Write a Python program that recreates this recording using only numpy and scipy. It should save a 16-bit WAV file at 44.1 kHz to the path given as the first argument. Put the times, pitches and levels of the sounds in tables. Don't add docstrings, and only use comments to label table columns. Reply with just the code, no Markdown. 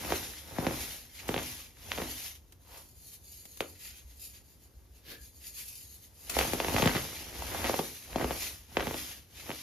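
import sys
import numpy as np
from scipy import signal
from scipy.fft import rfft, irfft, next_fast_len
from scipy.io import wavfile

SR = 44100
rng = np.random.default_rng(int(sys.argv[2]) if len(sys.argv) > 2 else 0)


def int16_out(signal):
    q = np.round(np.clip(np.atleast_2d(signal).T, -1, 1) * 32767)
    wavfile.write(sys.argv[1], SR, q.astype(np.int16))


N = 424241
TIME = np.arange(N) / SR
PADDED = next_fast_len(N + SR // 2)
BINS_HZ = np.maximum(np.arange(PADDED // 2 + 1) * SR / PADDED, 1)
PORT_SIGNS = np.array([[1], [-1]])

# [t/s, level/dB, settling time/s, pitch at first contact f/Hz, level of its cracking skin/dB]
LUMPS = [(.049, -32, .0066, 4430, -37), (.1039, -26.5, 0.004, 7000, -29), (0.1221, -15, 0.0031, 2900, -25),
         (.585, -22, 0.009, 2140, -36), (0.6262, -31, .008, 1480, -42), (.635, -35, .004, 2500, -34),
         (0.6516, -30, .0034, 1480, -33), (0.6671, -19, 0.0073, 4740, -27),
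         (0.6722, -28, 0.0038, 1280, -38), (0.7098, -27.5, 0.0059, 6040, -33),
         (1.2906, -21.5, 0.0074, 4380, -20.5), (1.3423, -20.5, 0.0029, 4950, -18),
         (1.363, -26, 0.0081, 6000, -19), (1.3786, -21, 0.0016, 7000, -21),
         (1.918, -16.5, 0.00099, 4220, -13), (1.9774, -30, 0.0035, 4650, -25),
         (1.984, -27.5, .0062, 3900, -25), (2.0012, -29, .003, 3030, -33), (2.0185, -26, .005, 3640, -24),
         (3.606, -19.5, 0.0032, 5700, -15.5), (6.3677, -17.5, 0.0023, 1640, -28),
         (6.3895, -12.5, 0.0017, 7100, -19), (6.4116, -19, 0.0029, 5960, -27),
         (6.5334, -21.5, .0062, 5950, -29), (6.5464, -29, .003, 3000, -29),
         (6.601, -16.5, 0.003, 6000, -29), (6.6464, -20.5, 0.0034, 6040, -25),
         (6.6837, -24, 0.006, 6000, -24), (6.7444, -23.5, 0.016, 1530, -40),
         (6.7642, -14.5, 0.0015, 3640, -19), (6.783, -15.5, 0.0012, 2250, -19),
         (6.7978, -20, 0.0016, 1500, -31), (6.8226, -17.5, 0.0021, 7000, -13.5),
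         (6.8271, -18, 0.013, 2350, -28), (6.8577, -18, 0.016, 5070, -13), (6.875, -12, 0.0017, 5000, -27),
         (6.8948, -21, 0.0018, 4000, -23), (6.95, -23.5, 0.002, 3470, -27),
         (6.9561, -25.5, 0.017, 6920, -20), (6.967, -22.5, 0.0017, 4600, -22),
         (6.9796, -26, .002, 3500, -23), (7.4222, -24, 0.0013, 1830, -30), (7.5473, -26, 0.0031, 2500, -32),
         (7.5532, -31, .003, 2500, -32), (7.578, -35, 0.0027, 3000, -30), (7.6434, -20, 0.0021, 6000, -23),
         (7.6492, -24, .005, 7000, -24), (7.6958, -16.5, 0.0037, 1890, -28),
         (7.734, -30, 0.0018, 2500, -26), (7.7416, -17.5, 0.0024, 1570, -35),
         (7.791, -20, 0.0034, 2540, -19), (7.7942, -19.5, 0.005, 1420, -38),
         (8.159, -18, 0.0047, 1610, -26), (8.2027, -27, 0.0033, 1800, -33), (8.211, -23, 0.0037, 2300, -34),
         (8.2243, -26.5, 0.017, 1420, -35), (8.244, -21, 0.005, 2950, -25),
         (8.308, -20.5, 0.0031, 2400, -30), (8.314, -30, 0.0018, 3000, -32),
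         (8.7696, -14, 0.0036, 5500, -14.5), (8.797, -21, 0.0019, 4560, -26),
         (8.8067, -21.5, .0031, 4740, -29), (8.8264, -31, .002, 3500, -24), (8.87, -26, 0.0075, 5000, -29),
         (8.8792, -35, 0.0028, 3000, -23), (8.91, -28, .004, 2500, -29), (8.943, -27.5, 0.0048, 5670, -25),
         (9.493, -30, 0.0064, 3700, -40), (9.5041, -26.5, 0.002, 4500, -26),
         (9.5155, -32, 0.0027, 2980, -22)]
# [f/Hz, level/dB]
GRIND_COLOUR = [(500, -17), (1200, -5.5), (1550, -5.5), (1900, 0.5), (2600, 2.5), (3400, 1), (4800, -2.5),
                (7500, -5), (14000, -48)]
# [f/Hz, likeness 0-1]
LIKENESS = [(60, .92), (250, .78), (700, .52), (1400, .2), (2000, .75), (3800, .38), (6500, .55),
            (7500, .72), (8200, .97), (8800, .95), (9500, .68), (12000, .86), (15000, .65)]


def from_db(db):
    return np.exp(np.asarray(db) * np.log(10) / 20)


def power_db(power):
    return 10 * np.log10(power)


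def rms_one(x):
    return x / np.sqrt(np.mean(x ** 2) + 1e-20)


def at_bins(points):
    hz, value = np.transpose(points)
    return np.interp(np.log(BINS_HZ), np.log(hz), value)


def add(track, s, sound):
    start = int(s * SR)
    part = sound[..., :max(N - start, 0)]
    track[..., start:start + part.shape[-1]] += part


def drift(per_s):
    knots = rng.standard_normal(4096)
    return rms_one(np.interp(TIME * per_s, np.arange(len(knots)), knots))


def grains(per_s, spread_db):
    count = int(per_s * N / SR) * 2
    when, size, sign = rng.random((count, 3)).T
    size_db = spread_db * np.minimum(-np.log(1 - size), 4)
    clicks = from_db(size_db) * (2 * sign - 1)
    return np.bincount((when * 2 * N).astype(int), clicks, 2 * N).reshape(2, N)


def spread_source(streams, colour):
    mid, side = rfft(streams, PADDED) * from_db(at_bins(colour))
    alike = np.clip(at_bins(LIKENESS), 0, .99)
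    ports = np.sqrt(1 + alike) * mid + np.sqrt(1 - alike) * side * PORT_SIGNS
    return rms_one(irfft(ports, PADDED)[:, :N])


def swell(s, db, rise_s, fall_s, shape):
    away = np.maximum((s - TIME) / max(rise_s, 1e-3), (TIME - s) / max(fall_s, 1e-3))
    power, near = np.zeros(N), away < 10
    power[near] = from_db(db) ** 2 * np.exp(-2 * away[near] ** shape)
    return power


def slips(per_s, fade_s):
    starts = (rng.random(N) < per_s / SR) * rng.random(N)
    slides = signal.lfilter([1], [1, -np.exp(-1 / (fade_s * SR))], starts + 1e-18)
    return rms_one(slides - slides.mean())


def plop(settle_s, contact_hz, turns=1.24):
    t = TIME[:SR // 25]
    phase = 2 * np.pi * turns * np.log1p(t * contact_hz / turns)
    return np.sin(phase) * np.exp(-(t / max(settle_s, 1e-4)) ** (3 / 2))


def halts_db():
    # [t/s, dip/dB, slowing time/s, restarting time/s]
    stops = [(1.105, -2.5, .04, .02), (1.75, -4, 0.056, 0.019), (2.585, -4, 0.026, .015),
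             (2.96, -0.5, .04, .03), (5.335, -2.5, .03, .025), (7.32, -2.5, 0.04, .025),
             (8.69, -4, 0.08, .025), (9.28, -5, 0.11, .03)]
    total_db = 0
    for s, db, slow_s, restart_s in stops:
        side_s = np.where(TIME < s, slow_s, restart_s)
        total_db = total_db + db * np.exp(-((TIME - s) / side_s) ** 2)
    return total_db


def hand_work():
    # [t/s at the height of the pour, pour level/dB, rise/s, fall/s, hiss level of the grip/dB,
    #  delay of the slide/s, slide level/dB, release of the slide/s, grinding over sifting in the slide/dB]
    squeezes = [(.09, -41, .085, 0.13, -44, 0.077, -44, 0.25, -6),
                (.642, -41, 0.098, 0.16, -48.5, 0.19, -42, .17, -6),
                (1.32, -44.5, 0.06, 0.14, -51, 0.18, -43.5, 0.13, -4),
                (1.988, -45, 0.099, .11, -46, 0.27, -42.5, 0.068, -6.5),
                (6.416, -35.5, 0.056, 0.074, -37.5, 0.3, -45.5, 0.17, -5),
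                (6.802, -35, 0.18, .17, -41.5, .18, -42, 0.22, -3.5),
                (7.671, -38.5, 0.25, 0.11, -42.5, 0.11, -43, 0.21, -8.5),
                (8.208, -40.5, 0.072, 0.16, -52, 0.22, -41.5, .13, -6.5),
                (8.81, -40.5, 0.049, 0.15, -52, 0.21, -42.5, 0.14, -3.5),
                (9.51, -52, 0.1, .043, -50.5, .2, -47.5, .12, 0.5)]
    # [t/s at the middle, skin hiss level/dB, half length/s, grinding over skin hiss/dB]
    brushes = [(0.358, -54.5, 0.043, -1), (1.184, -53.5, 0.048, 2.5), (2.108, -43.5, 0.028, -4),
               (2.627, -64, 0.023, -25), (2.794, -54.5, 0.11, -21), (3.08, -52, 0.085, -25),
               (3.14, -50, 0.035, -14), (3.298, -53, 0.085, -27), (3.4, -51.5, 0.074, -19),
               (3.6, -53.5, 0.13, -20), (3.697, -58, 0.14, -8), (3.861, -46.5, 0.054, -7.5),
               (3.97, -54.5, 0.058, -6.5), (4.113, -58.5, 0.053, -10), (4.242, -49.5, 0.069, -15),
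               (4.363, -54, 0.045, -8.5), (4.51, -61.5, 0.072, -13), (4.777, -70.5, 0.078, -25),
               (4.642, -59.5, 0.04, -14), (4.968, -63, 0.04, -9), (5.252, -53, 0.067, -17),
               (5.374, -60, 0.052, -27), (5.468, -47, 0.047, -11), (5.596, -41, .05, -12.5),
               (5.692, -49, 0.065, -11.5), (5.804, -50, 0.072, -15), (5.923, -54, 0.1, -17),
               (6.047, -53, 0.038, -13), (6.255, -51, 0.091, -28), (7.41, -57, 0.038, -3),
               (8.03, -59.5, 0.067, -1), (9.382, -57, .04, 3)]
    grip_lead, grip_fall_s, grip_coarse_db = 1.54, 0.16, -3
    slide_rise_s = 0.2
    pour_shape, stroke_shape, brush_shape = 1.194, 1.5, 1.6
    pouring, grinding, sifting = from_db([-77.5, -91, -72.5]) ** 2
    skin = 1e-18
    for s, pour_db, rise_s, fall_s, grip_db, delay_s, slide_db, release_s, coarse_db in squeezes:
        grip = swell(s, grip_db, grip_lead * rise_s, grip_fall_s, stroke_shape)
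        slide = swell(s + delay_s, slide_db, slide_rise_s, release_s, stroke_shape)
        pouring = pouring + swell(s, pour_db, rise_s, fall_s, pour_shape)
        grinding = grinding + grip * from_db(grip_coarse_db) ** 2 + slide * from_db(coarse_db) ** 2
        sifting = sifting + grip + slide
    for s, db, half_s, coarse_db in brushes:
        stroke = swell(s, db, half_s, half_s, brush_shape)
        grinding = grinding + stroke * from_db(coarse_db) ** 2
        skin = skin + stroke
    halted_db = halts_db()
    return [power_db(power) + halted_db for power in (pouring, grinding, sifting, skin)]


def room_tone(level_db=-70):
    # [f/Hz, level/dB]
    still_colour = [(40, -5), (130, -0.5), (260, 3.5), (500, -2.5), (900, -33), (1400, -42), (4000, -51),
                    (15000, -15.5)]
    return from_db(level_db) * spread_source(rng.standard_normal((2, N)), still_colour)


def rumble(pour_db, resting_db=-59.5, full_pour_db=-40, under_full_pour_db=-43.5, follows=0.66):
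    # [f/Hz, level/dB]
    low_colour = [(15, -55), (30, -18), (48, -6), (64, 0), (95, -5.5), (140, -15.5), (250, -21.5),
                  (600, -28.5), (2000, -40)]
    table_db = under_full_pour_db + follows * (pour_db - full_pour_db)
    power = from_db(resting_db) ** 2 + from_db(table_db) ** 2
    return np.sqrt(power) * spread_source(rng.standard_normal((2, N)), low_colour)


def room(x, early_s=0.005, treble_hz=1100, low_t60_s=0.31, treble_t60_s=0.21, level_db=-7):
    # [f/Hz, level/dB]
    tail_colour = [(50, -10), (130, 0), (300, -2), (500, -1), (800, -4), (1400, 1), (2000, -3), (3500, -3),
                   (7000, -8), (15000, -16)]
    # [f/Hz, level/dB, time to fall by 60 dB/s]
    standing_waves = [(129.8, -63, 0.63), (254.3, -56, 0.47), (306.5, -57.5, 0.43), (362.5, -62.5, 0.4),
                      (545, -54, 0.07), (779, -54.5, 0.1), (943, -52, 0.057)]
    t = TIME[:SR // 2]
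    noise = rng.standard_normal((2, len(t))) * (1 - np.exp(-(t / early_s) ** 2))
    low = signal.sosfiltfilt(signal.butter(2, treble_hz, fs=SR, output="sos"), noise)
    tail = low * from_db(-60 * t / low_t60_s) + (noise - low) * from_db(-60 * t / treble_t60_s)
    tail *= from_db(level_db) / np.sqrt(np.sum(tail[0] ** 2))
    mid, side = rfft(tail, PADDED) * from_db(at_bins(tail_colour))
    alike = np.clip(at_bins(LIKENESS), 0, 1)
    response = np.sqrt((1 + alike) / 2) * mid + np.sqrt((1 - alike) / 2) * side * PORT_SIGNS
    modes = np.zeros(len(t))
    for hz, db, t60_s in standing_waves:
        modes += from_db(db - 60 * t / t60_s) * np.sin(2 * np.pi * hz * t)
    return irfft(rfft(x.mean(0), PADDED) * (response + rfft(modes, PADDED)), PADDED)[:, :N]


def nudges(rise_s=0.0052, table_hz=61.2):
    # [t/s, level/dB, half of the fading time/s]
    bumps = [(2.72, -54, .012), (3.6, -43, 0.013), (3.91, -48, 0.024), (4.045, -42.5, 0.021),
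             (4.095, -47.5, 0.033), (4.17, -45, 0.013), (4.765, -45, 0.014), (4.9, -51, .03),
             (5.205, -48, 0.029), (6.366, -35, .035), (7.39, -39, .05), (8.235, -35, .025)]
    out, t = np.zeros(N), TIME[:SR // 4]
    for s, db, fade_s in bumps:
        envelope = (1 - np.exp(-t / rise_s)) * np.exp(-(t / (2 * fade_s)) ** 2)
        add(out, s, from_db(db) * np.sin(2 * np.pi * table_hz * t) * envelope)
    return out


def scuffs(detune=0.027):
    # [t/s at the middle, level/dB, half length/s, resonance f/Hz, its Q, its gain/dB, its delay/s]
    strokes = [(2.753, -53.5, 0.069, 955, 5.2, 20.5, 0), (5.115, -43, 0.045, 1675, 40, 14.5, 0.019)]
    # [f/Hz, level/dB]
    scuff_colour = [(150, -12), (480, -4.5), (900, -17), (2300, -8), (4500, -6.5), (7000, -16),
                    (14000, -10)]
    out, friction = np.zeros((2, N)), spread_source(grains(11000, spread_db=3.5), scuff_colour)
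    for s, db, half_s, hz, q, ring_db, late_s in strokes:
        out += friction * np.sqrt(swell(s, db, half_s, half_s, 3 / 2))
        drive_power = swell(s + late_s, db + ring_db, half_s, half_s + late_s, 3 / 2)
        drive = friction * np.sqrt(drive_power) + 1e-18
        for side in (-1, 1):
            out += signal.lfilter(*signal.iirpeak(hz * (1 + side * detune), q, fs=SR), drive) / 2
    return out


def cupped_hands(x, echo=0.18, path_s=.0005, travel=0.3, count=4):
    out, n = x.copy(), np.arange(N)
    for k in range(count):
        delay = path_s * SR * 2 ** k * np.exp(travel * drift(7))
        out += echo * (-1) ** k * np.array([np.interp(n - delay, n, port) for port in x])
    return out / np.sqrt(1 + count * echo ** 2)


def brushing(brush_db, trim_db=2, slip_db=2.0):
    # [f/Hz, level/dB]
    skin_colour = [(1500, -21.5), (2430, -10.5), (3430, -6), (4680, -2), (5780, -5), (6610, 2),
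                   (8300, -4.5), (10000, 3), (13000, 0.5), (14500, -2), (16000, -48)]
    hiss = spread_source(grains(26000, spread_db=-1.0), skin_colour)
    gain = from_db(brush_db + trim_db + slip_db * slips(per_s=34, fade_s=0.038))
    return cupped_hands(gain * hiss, echo=0.56, path_s=0.00043, travel=0.0776)


def rubbing(grind_db, sift_db, grind_trim_db=1, sift_trim_db=2, slip_db=2.0, grit_share=0.29):
    # [f/Hz, level/dB]
    sift_colour = [(1500, -8), (3200, -0.5), (4800, 0.5), (6500, 2), (8300, -3.5), (10000, 4.5),
                   (12500, 1.5), (14500, -0.5), (16000, -82)]
    slip = slip_db * slips(per_s=49, fade_s=0.029)
    coarse = rms_one(grains(14000, spread_db=1.0)) + grit_share * rms_one(grains(380, spread_db=0.0))
    grind = from_db(grind_db + grind_trim_db + slip) * spread_source(coarse, GRIND_COLOUR)
    fine = spread_source(grains(26000, spread_db=2.0), sift_colour)
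    sift = from_db(sift_db + sift_trim_db + slip / 2) * fine
    return cupped_hands(grind + sift)


def pour(pour_db, trim_db=-2, clumping_db=2):
    # [f/Hz, level/dB]
    pour_colour = [(70, -10), (130, -9.5), (280, 2.5), (500, -4), (850, 0.5), (1350, -6.5), (2200, -8.5),
                   (5000, -31.5)]
    gain = from_db(pour_db + trim_db + clumping_db * drift(90))
    return gain * spread_source(grains(2500, spread_db=1.0), pour_colour)


def crackle(pour_db, trim_db=-7, per_s=130, fade_s=0.0009, spread_db=3):
    # [f/Hz, level/dB]
    bond_colour = [(150, -9), (400, -2), (1000, -2), (1500, 3), (2400, -3.5), (4000, -19), (9000, -20)]
    starts = np.abs(grains(per_s, spread_db)[0])
    spurts = signal.lfilter([1], [1, -np.exp(-1 / (fade_s * SR))], starts + 1e-18)
    noise = spread_source(rng.standard_normal((2, N)), bond_colour)
    return from_db(pour_db + trim_db) * rms_one(spurts) * noise


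def crumbles(trim_db=1, per_s=330, rise_s=0.0018):
    # [t/s, level/dB, fading time/s]
    runs = [(.125, -39, .025), (.67, -42, .035), (1.383, -36, 0.016), (2.02, -46, .03), (6.398, -33, .035),
            (6.755, -39, .04), (6.832, -35, .02), (6.862, -32, 0.033), (6.95, -38, .03),
            (7.652, -34, 0.038), (8.212, -43, .03), (8.8, -42, .03)]
    # [f/Hz, level/dB]
    crumble_colour = [(200, -16), (450, 0), (900, 1), (1400, -1), (2200, 1), (3200, -5), (5000, -12),
                      (10000, -26)]
    envelope, t = np.zeros(N), TIME[:SR // 4]
    for s, db, fade_s in runs:
        add(envelope, s, from_db(db + trim_db) * (1 - np.exp(-t / rise_s)) * np.exp(-t / fade_s))
    return envelope * spread_source(grains(per_s, spread_db=1.5), crumble_colour)


def snaps(trim_db=-9):
    # [t/s, level/dB, fading time/s]
    crusts = [(1.28, -26.5, .016), (2.523, -38.5, 0.0072), (3.454, -32, 0.0058), (3.572, -32, .005),
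              (3.6068, -21.5, 0.0049), (6.296, -20.5, 0.02), (6.387, -15, 0.0094), (6.534, -21, 0.008),
              (6.86, -17, 0.0036), (8.869, -28, 0.0037)]
    envelope = np.zeros(N)
    for s, db, fade_s in crusts:
        add(envelope, s, from_db(db + trim_db) * np.exp(-TIME[:SR // 10] / fade_s))
    return envelope * rms_one(grains(20000, spread_db=-20.0))


def chips(pour_db, per_s=38, trim_db=7, spread_db=3, settle_s=0.0016, contact_hz=4500):
    out = np.zeros((2, N))
    for k, (late, size, shape) in enumerate(rng.random((int(per_s * N / SR), 3))):
        s = (k + late) / per_s
        db = pour_db[min(int(s * SR), N - 1)] + trim_db + spread_db * (2 * size - 1)
        bulk = 2 ** (2 * shape - 1)
        add(out, s, from_db(db) * plop(settle_s * bulk, contact_hz / bulk))
    return out


def crumbs(pour_db, per_s=110, trim_db=3, settle_s=0.0056, contact_hz=3500, pan_db=3):
    out = np.zeros((2, N))
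    for when, shape, pan in rng.random((int(per_s * N / SR), 3)):
        db = pour_db[int(when * N)] + trim_db
        bulk = 2 ** (2 * shape - 1)
        sides = from_db(pan_db * (2 * pan - 1.5) * PORT_SIGNS)
        add(out, when * N / SR, from_db(db) * sides * plop(settle_s * bulk, contact_hz / bulk))
    return out


def cracks(trim_db=-3, pan_db=2, crack_hz=2800, fade_s=.00042, spread_oct=.15):
    out, t = np.zeros((2, N)), TIME[:SR // 100]
    age = t / fade_s
    for (s, _, _, _, db), (pitch, pan) in zip(LUMPS, rng.standard_normal((len(LUMPS), 2))):
        hz = crack_hz * 2 ** (spread_oct * pitch)
        click = np.sin(2 * np.pi * hz * t) * 2 * age * np.exp(-age ** 2)
        add(out, s, from_db(db + trim_db + pan * pan_db / 2 * PORT_SIGNS) * click)
    return out


def fragments(trim_db=-13, scatter_s=0.00422, smaller=0.68, lag_s=0.00059, count=3):
    out = np.zeros((2, N))
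    for (s, db, settle_s, contact_hz, _), pieces in zip(LUMPS, rng.random((len(LUMPS), count, 3))):
        for late, bulk, place in pieces:
            piece_settle_s = settle_s * smaller * (bulk + .5)
            sound = from_db(db + trim_db) * plop(piece_settle_s, contact_hz * (1 - bulk / 2))
            for port, sign in zip(out, (1, -1)):
                add(port, s + late * scatter_s + sign * (place - .5) * lag_s, sound)
    return out


def lumps(pan_db=3.5, lag_s=.00007, burst_db=-19, burst_s=0.0058):
    out, spray, t = np.zeros((2, N)), np.zeros(N), TIME[:SR // 10]
    places = rng.standard_normal((len(LUMPS), 2))
    for (s, db, settle_s, contact_hz, _), (pan, lag) in zip(LUMPS, places):
        sound = from_db(db) * plop(settle_s, contact_hz)
        for port, sign in zip(out, (1, -1)):
            add(port, s + sign * lag * lag_s / 2, sound * from_db(sign * pan * pan_db / 2))
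        add(spray, s, from_db(db + burst_db) * np.exp(-t / burst_s))
    return out, spray * spread_source(grains(7900, spread_db=2.0), GRIND_COLOUR)


def muffled_by_heap(sound):
    # [f/Hz, level/dB]
    heap_colour = [(50, -11.5), (140, 3), (200, -2), (320, 1), (850, 0.5), (1400, -5.5), (2000, -1.5),
                   (3200, -3), (4800, -16), (9000, -23)]
    cepstrum = irfft(np.log(from_db(at_bins(heap_colour))), PADDED)
    cepstrum[1:] *= 2 * (np.arange(1, PADDED) < PADDED / 2)
    return irfft(rfft(sound, PADDED) * np.exp(rfft(cepstrum)), PADDED)[:, :N]


def scene():
    pour_db, grind_db, sift_db, brush_db = hand_work()
    landings, spray = lumps()
    fallen = landings + fragments() + crumbs(pour_db) + chips(pour_db)
    knocks = muffled_by_heap(fallen) + cracks() + spray
    knocks = knocks + crackle(pour_db) + crumbles() + snaps() + scuffs()
    powder = pour(pour_db) + rubbing(grind_db, sift_db) + brushing(brush_db)
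    background = rumble(pour_db) + nudges() + room_tone()
    return knocks + room(knocks) + powder + background


def record(dry, cutoff_hz=15100):
    # [f/Hz, left over right/dB]
    port_balance = [(1000, 0.36), (2000, 0), (4200, 2), (8000, 0.5)]
    # [f/Hz, lead of the left port/radians]
    port_phase = [(20, 0), (1000, -.3), (2000, -.3), (3200, -.9), (5000, 0), (6600, 1.2), (7400, 2.3),
                  (7900, 3.0), (8800, 3.35), (9800, 4.4), (11200, 5.4), (12800, 7.0), (14000, 8.0),
                  (15000, 9.0)]
    difference = (np.log(from_db(at_bins(port_balance))) + 1j * at_bins(port_phase)) / 2
    ports = irfft(rfft(dry, PADDED) * np.exp(difference * PORT_SIGNS), PADDED)[:, :N]
    return signal.sosfilt(signal.ellip(10, .2, 70, cutoff_hz, fs=SR, output="sos"), ports)


dry = scene()
out = record(dry)
int16_out(out)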